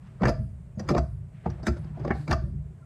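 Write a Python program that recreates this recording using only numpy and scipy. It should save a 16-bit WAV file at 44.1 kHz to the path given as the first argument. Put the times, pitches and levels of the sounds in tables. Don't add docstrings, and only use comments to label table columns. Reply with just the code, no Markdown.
import sys
import numpy as np
from scipy import signal
from scipy.fft import rfft, irfft
from scipy.io import wavfile
from scipy.ndimage import uniform_filter1d, minimum_filter1d

SR = 44100
rng = np.random.default_rng(int(sys.argv[2]) if len(sys.argv) > 2 else 0)


def pcm_store(signal):
    levels = np.round(np.clip(np.atleast_2d(signal), -1, 1) * 32767)
    wavfile.write(sys.argv[1], SR, levels.astype(np.int16).T)


def invert_db(x):
    u = np.asarray(x, float) / 20
    return 10 ** u


N = 125685


def unit(x):
    return x / np.sqrt(np.mean(x ** 2) + 1e-30)


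def resonance(x, hz, width):
    return signal.lfilter(*signal.iirpeak(hz, hz / width, fs=SR), x)


def double_resonance(x, hz, width):
    return resonance(resonance(x, hz, width), hz, width)


def wander(rate):
    hold = int(SR / rate)
    steps = np.repeat(rng.standard_normal(N // hold + 1), hold)
    return unit(uniform_filter1d(uniform_filter1d(steps, hold), hold)[:N])


def add(out, start_s, x):
    i = max(int(start_s * SR), 0)
    out[i:i + len(x)] += x[:N - i]


def soften(x, hz):
    return signal.sosfilt(signal.butter(4, min(hz, 15000), fs=SR, output="sos"), x)


# frequency in Hz, density in dB per Hz.
AIR_SPECTRUM = [(30, 5.5), (62, 4), (150, 9.5), (270, -15), (2200, -33.5), (3800, -44), (6000, -47),
                (13500, -57)]
# frequency in Hz, width in Hz, level in dB.
ROOM_RESONANCES = [(64, 5.9, -57), (119.8, 8.9, -54.5), (181, 21, -56.5), (390, 34, -72.5), (633, 100, -71),
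                   (8100, 2400, -81)]


def room_hum():
    f = np.fft.rfftfreq(N, 1 / SR) + 1
    hz, db = np.array(AIR_SPECTRUM).T
    shape = invert_db(np.interp(np.log(f), np.log(hz), db))
    out = invert_db(-45) * unit(irfft(rfft(rng.standard_normal(N)) * shape, N))
    for hz, width, db in ROOM_RESONANCES:
        lump = resonance(resonance(rng.standard_normal(N), hz, 2 * width), hz, width)
        out += invert_db(db + 0.83 * wander(9.2)) * unit(lump)
    return out


# start in seconds, length in seconds, level in dB, centre in Hz, width in Hz.
RUBS = [(0, 0.24, -65, 1060, 1870), (0.783, .014, -70, 6400, 250), (0.344, 0.23, -78.5, 9700, 2500),
        (0.404, 0.29, -84, 8750, 300), (0.753, 0.021, -74, 6700, 200), (0.775, 0.13, -52, 550, 700),
        (0.976, 0.22, -76.5, 9300, 2560), (1.321, 0.32, -64, 1800, 1500), (1.47, 0.2, -57, 600, 900),
        (1.682, 0.2, -76, 9400, 2800), (1.7, 0.28, -60, 800, 1400), (1.937, 0.3, -52.5, 800, 1070),
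        (2.133, .16, -68.5, 8200, 4500), (2.119, .16, -65.5, 4300, 1500), (2.133, .14, -57, 600, 1400),
        (2.405, 0.14, -79, 9500, 2470), (2.772, .045, -71, 1560, 40), (2.812, .036, -63, 1350, 50),
        (2.79, .05, -70, 1030, 50), (1.925, .07, -62, 970, 120), (.877, .012, -62, 6900, 300),
        (1.1, .15, -84, 10000, 900)]


def boot():
    out, t = np.zeros(N), np.arange(SR // 2) / SR
    for start, length, db, hz, width in RUBS:
        roughness_db = 1.5 * rng.exponential(size=SR // 2) + 1.5 * wander(60)[:SR // 2]
        grit = rng.standard_normal(SR // 2) * invert_db(roughness_db)
        stroke = np.sin(np.pi * np.clip(t / length, 0, 1) ** .75) ** .8
        add(out, start, invert_db(db) * unit(double_resonance(grit, hz, width)) * stroke)
    return out


# start in seconds, peak level in dB, pitch in Hz, 60 dB decay time in seconds.
KNOCKED_PARTS = [(.210, -34, 480, .05), (.214, -21, 195, .13), (.256, -22, 215, .12),
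                 (.283, -31, 4900, .015), (.297, -31, 675, .14), (.375, -48, 640, .16),
                 (.772, -29, 200, .08), (.774, -48, 620, .06), (.796, -45, 5900, .025),
                 (.803, -30, 205, .08), (.855, -44, 355, .08), (.900, -22, 205, .08), (.905, -30, 590, .12),
                 (.910, -27, 350, .14), (.963, -28, 580, .07), (.980, -28, 680, .13),
                 (1.459, -26, 180, .09), (1.460, -36, 850, .07), (1.49, -45, 350, .2),
                 (1.502, -55, 5800, .025), (1.630, -53, 4800, .03), (1.668, -29, 650, .06),
                 (1.672, -22, 205, .11), (1.69, -36, 350, .17), (1.765, -43, 580, .07),
                 (1.85, -49, 355, .17), (1.972, -45, 680, .12), (2.015, -39, 400, .06),
                 (2.050, -38, 1150, .04), (2.052, -33, 620, .06), (2.104, -27, 810, .07),
                 (2.11, -38, 2200, .06), (2.15, -45, 780, .1), (2.278, -43, 2300, .03),
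                 (2.328, -31, 4950, .012), (2.335, -31, 675, .14), (2.42, -46, 350, .2),
                 (2.44, -51, 580, .12), (2.53, -55, 380, .2), (2.665, -59, 385, .25), (.252, -23, 128, .22),
                 (.962, -22, 68, .22), (1.675, -29, 72, .2), (2.308, -22, 72, .17), (2.102, -23, 200, .1),
                 (.378, -28, 125, .2), (2.2, -44, 300, .15)]


def brackets():
    split, second_db, choke, rise_cycles = .05, -5, 1.7, .6
    out, t = np.zeros(N), np.arange(SR // 2) / SR
    for start, db, hz, t60 in KNOCKED_PARTS:
        first = np.sin(2 * np.pi * hz * t)
        second = invert_db(second_db) * np.sin(2 * np.pi * hz * (1 - split) * t)
        decay = invert_db(db - 60 * (t / max(t60, .005)) ** choke)
        add(out, start, (first + second) * decay * (1 - np.exp(-t * hz / rise_cycles)))
    return out


# band centre in Hz, level in dB, 60 dB decay time in seconds.
GARAGE_TAIL = [(520, -31, 0.26), (1450, -29.5, 0.33), (2420, -35, 0.35), (4200, -27.5, 0.4),
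               (6830, -27, 0.3), (9600, -18.5, 0.19)]


def garage(x):
    t = np.arange(SR // 2) / SR
    tail = np.zeros(len(t))
    for hz, db, t60 in GARAGE_TAIL:
        haze = unit(double_resonance(rng.standard_normal(len(t)), hz, hz * 0.74))
        tail += invert_db(db - 60 * t / t60) * haze / np.sqrt(t60 * SR / 28)
    build_up = 1 - np.exp(-t / 0.0024)
    return signal.fftconvolve(x, tail * build_up)[:N]


def ring(modes, chance, push):
    scatter_db, detune = .5, .015
    hz, db, t60 = np.tile(np.array(modes), (3, 1)).T[:, :, None]
    level_luck, pitch_luck, phase_luck = chance[:, :len(hz), None]
    hz = hz * (1 + detune * pitch_luck)
    t = np.arange(int(1.5 * t60.max() * SR)) / SR
    share = np.abs(rfft(push, 2 ** 14))[np.round(hz * 2 ** 14 / SR).astype(int)]
    gain = invert_db(db + scatter_db * level_luck - 60 * t / t60) / (share + 0.59 * share.mean())
    modes_sum = (gain * np.sin(2 * np.pi * hz * t + 3 * phase_luck)).sum(axis=0)
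    return signal.fftconvolve(push, modes_sum)


# start in seconds, rod clank in dB, casing thud in dB, pin tick in dB,
# chatter in seconds.
GATE_STOPS = [(0.219, -30.5, -22, -52, 0.0024), (0.232, -23.5, -15, -45, 0.005),
              (.252, -18.5, -16, -37, 0.007), (0.269, -36, -17.5, -44, 0.0083),
              (.280, -19.5, -20, -33, 0.0058), (0.289, -56, -20.5, -35, 0.0067),
              (0.887, -22.5, -21.5, -32, 0.0094), (.900, -33, -19, -41, 0.024),
              (.948, -29, -15, -45, 0.0027), (0.963, -27, -39, -49, 0.024),
              (.978, -30.5, -20, -36.5, 0.0048), (1.457, -38.5, -19.5, -61.5, 0.0092),
              (1.666, -23.5, -20.5, -31.5, 0.0057), (1.677, -29, -19, -38, 0.0073),
              (2.104, -21.5, -16, -51.5, 0.0062), (2.277, -38, -30, -45, .005),
              (2.310, -19.5, -20, -32.5, 0.0049), (2.326, -20.5, -21, -34, 0.0062)]
# start in seconds, rod clank in dB, casing thud in dB, pin
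# tick in dB, chatter in seconds.
LIGHT_KNOCKS = [(0.794, -40, -29, -42.5, 0.0056), (1.5, -47, -50, -52.5, 0.0038),
                (1.598, -64, -45, -72, 0.0052), (1.630, -48, -32, -53, .008), (1.767, -47, -40, -59, .005),
                (1.843, -57, -43, -62, 0.004), (1.968, -64, -37.5, -72, 0.015),
                (1.995, -56, -34, -63, 0.0082), (2.048, -39.5, -22.5, -51.5, 0.0029),
                (2.076, -38.5, -24, -52, 0.0041), (2.155, -62, -36.5, -65, 0.0027),
                (2.291, -39, -25, -52.5, 0.008), (0.877, -50, -45, -58, 0.005)]
# frequency in Hz, level in dB, 60 dB decay time in seconds.
CASING_MODES = [(200, -3, 0.13), (231.7, -5, 0.15), (293, -12, 0.15), (349, -2, 0.11), (389.5, -5.5, 0.052),
                (446.3, -4, 0.058), (540, -5, 0.039), (605.2, -3, 0.063), (700, -5, 0.05),
                (800, -6.5, 0.039)]
# frequency in Hz, level in dB, 60 dB decay time in seconds.
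ROD_MODES = [(897, -4, 0.061), (980, 11.5, 0.016), (1170, 13.5, 0.024), (1355, 5, 0.055), (1500, 11, 0.014),
             (1650, 9, 0.016), (1813, 6.5, 0.031), (2028, -10.5, 0.09), (2310, 3, 0.028),
             (2640, -11.5, 0.09), (2800, -18.5, 0.072), (3365, -14.5, 0.0083)]
# frequency in Hz, level in dB, 60 dB decay time in seconds.
PIN_MODES = [(3400, -9, .012), (3840, -6, .016), (4400, -4, .02), (4750, -2, .02), (5000, 0, .022),
             (5350, -4, .015), (5750, -7, .012), (6150, -6, .012), (6550, -8, .016), (7100, -11, .012),
             (7700, -13, .012), (8600, -16, .01), (9800, -20, .008), (11500, -27, .006)]


def linkage():
    touches_per_s, touch_spread_db, rise_s = 5994, 2, 0.002
    lead_db, lead_s = -21, 0.0088
    crack_db, crack_s = -12, 0.0024
    out, t = np.zeros(N), np.arange(-1024, 1024) / SR
    after = np.maximum(t, 0)
    swell = 1 - np.exp(-after / rise_s) + invert_db(lead_db) * np.exp(-np.abs(t) / lead_s)
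    for start, clank_db, thud_db, tick_db, length in GATE_STOPS + LIGHT_KNOCKS:
        dice, noise, size = rng.random(2048), rng.standard_normal(2048), rng.exponential(size=2048)
        chance = rng.standard_normal((3, 3, 48))
        touch = np.clip((touches_per_s / SR - dice) * SR / 300, 0, 1)
        touch = touch * np.sign(noise) * invert_db(touch_spread_db * size)
        push = touch * swell * np.exp(-(after / max(length, .002)) ** 0.92)
        head = slice(1024, 1024 + int((.012 + length) * SR))
        parts = [(CASING_MODES, thud_db - 8, 1300),
                 (ROD_MODES, clank_db - 8, 4000),
                 (PIN_MODES, tick_db - 8.5, 12000)]
        for (modes, db, top_hz), luck in zip(parts, chance):
            y = soften(ring(modes, luck, push), top_hz)
            add(out, start + t[0], y * invert_db(db) / np.sqrt(np.mean(y[head] ** 2)))
        crack = soften(resonance(noise, 5500, 11000), 13000)
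        crack = crack * swell * np.exp(-after / (crack_s + length / 2))
        add(out, start + t[0], invert_db(tick_db + crack_db) * crack)
    return out


# start in seconds, level in dB, shake in seconds.
PAN_JOLTS = [(0.227, -27, 0.09), (0.279, -32, 0.06), (.375, -31, 0.07), (0.461, -48, 0.23),
             (0.77, -35, 0.13), (0.889, -25, 0.037), (0.959, -30, 0.044), (1.06, -36, 0.083),
             (1.456, -31.5, 0.055), (1.602, -38, 0.017), (1.67, -30, 0.07), (1.771, -36.5, 0.17),
             (1.898, -39, 0.032), (1.99, -33, 0.12), (2.072, -31, 0.08), (2.158, -43, 0.027),
             (2.281, -27, 0.013), (2.315, -30, 0.023), (2.38, -29, 0.074), (2.425, -31, 0.05),
             (2.492, -33, 0.04), (2.535, -32, 0.05)]
# frequency in Hz, level in dB, 60 dB decay time in seconds.
PAN_MODES = [(50, -4, 0.23), (67.33, 5, 0.26), (97.35, -3, 0.52), (125.25, 3, 0.33), (147.7, -0.5, 0.45),
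             (185, -8, 0.14)]


def floor_pan():
    out, t = np.zeros(N), np.arange(SR // 4) / SR
    for start, db, length in PAN_JOLTS:
        shake = rng.standard_normal(SR // 4) * np.exp(-t / max(length, .01))
        y = soften(ring(PAN_MODES, .5 * rng.standard_normal((3, 24)), shake), 223)
        head = y[:int((.03 + length) * SR)]
        add(out, start, y * invert_db(db) / np.sqrt(np.mean(head ** 2)))
    return out


def scene():
    air, rubs, knocks, steel = room_hum(), boot(), brackets(), linkage()
    haze, pan = garage(steel + knocks), floor_pan()
    wobble = invert_db(1.8 * wander(70))
    mono = steel + haze + pan + rubs + air + knocks * wobble
    top = signal.sosfilt(signal.butter(10, 12300, "high", fs=SR, output="sos"), mono)
    hiss = invert_db(-97) * unit(double_resonance(rng.standard_normal(N), 12200, 1800))
    side = hiss + 0.55 * np.roll(top, shift=1)
    return mono + side * np.array([[1.2], [-1]])


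def roll_off(x):
    return signal.sosfilt(signal.butter(12, 15540, fs=SR, output="sos"), x)


def record(dry):
    x = signal.sosfilt(signal.butter(4, 44, "high", fs=SR, output="sos"), dry)
    x = signal.sosfilt(signal.ellip(8, .2, 60, 15300, fs=SR, output="sos"), x)
    ceiling = .235
    gain = np.minimum(1, ceiling / (np.abs(x).max(axis=0) + 1e-9))
    gain = uniform_filter1d(minimum_filter1d(gain, size=257), size=257)
    return roll_off(x * gain)


dry = scene()
out = record(dry)
pcm_store(out)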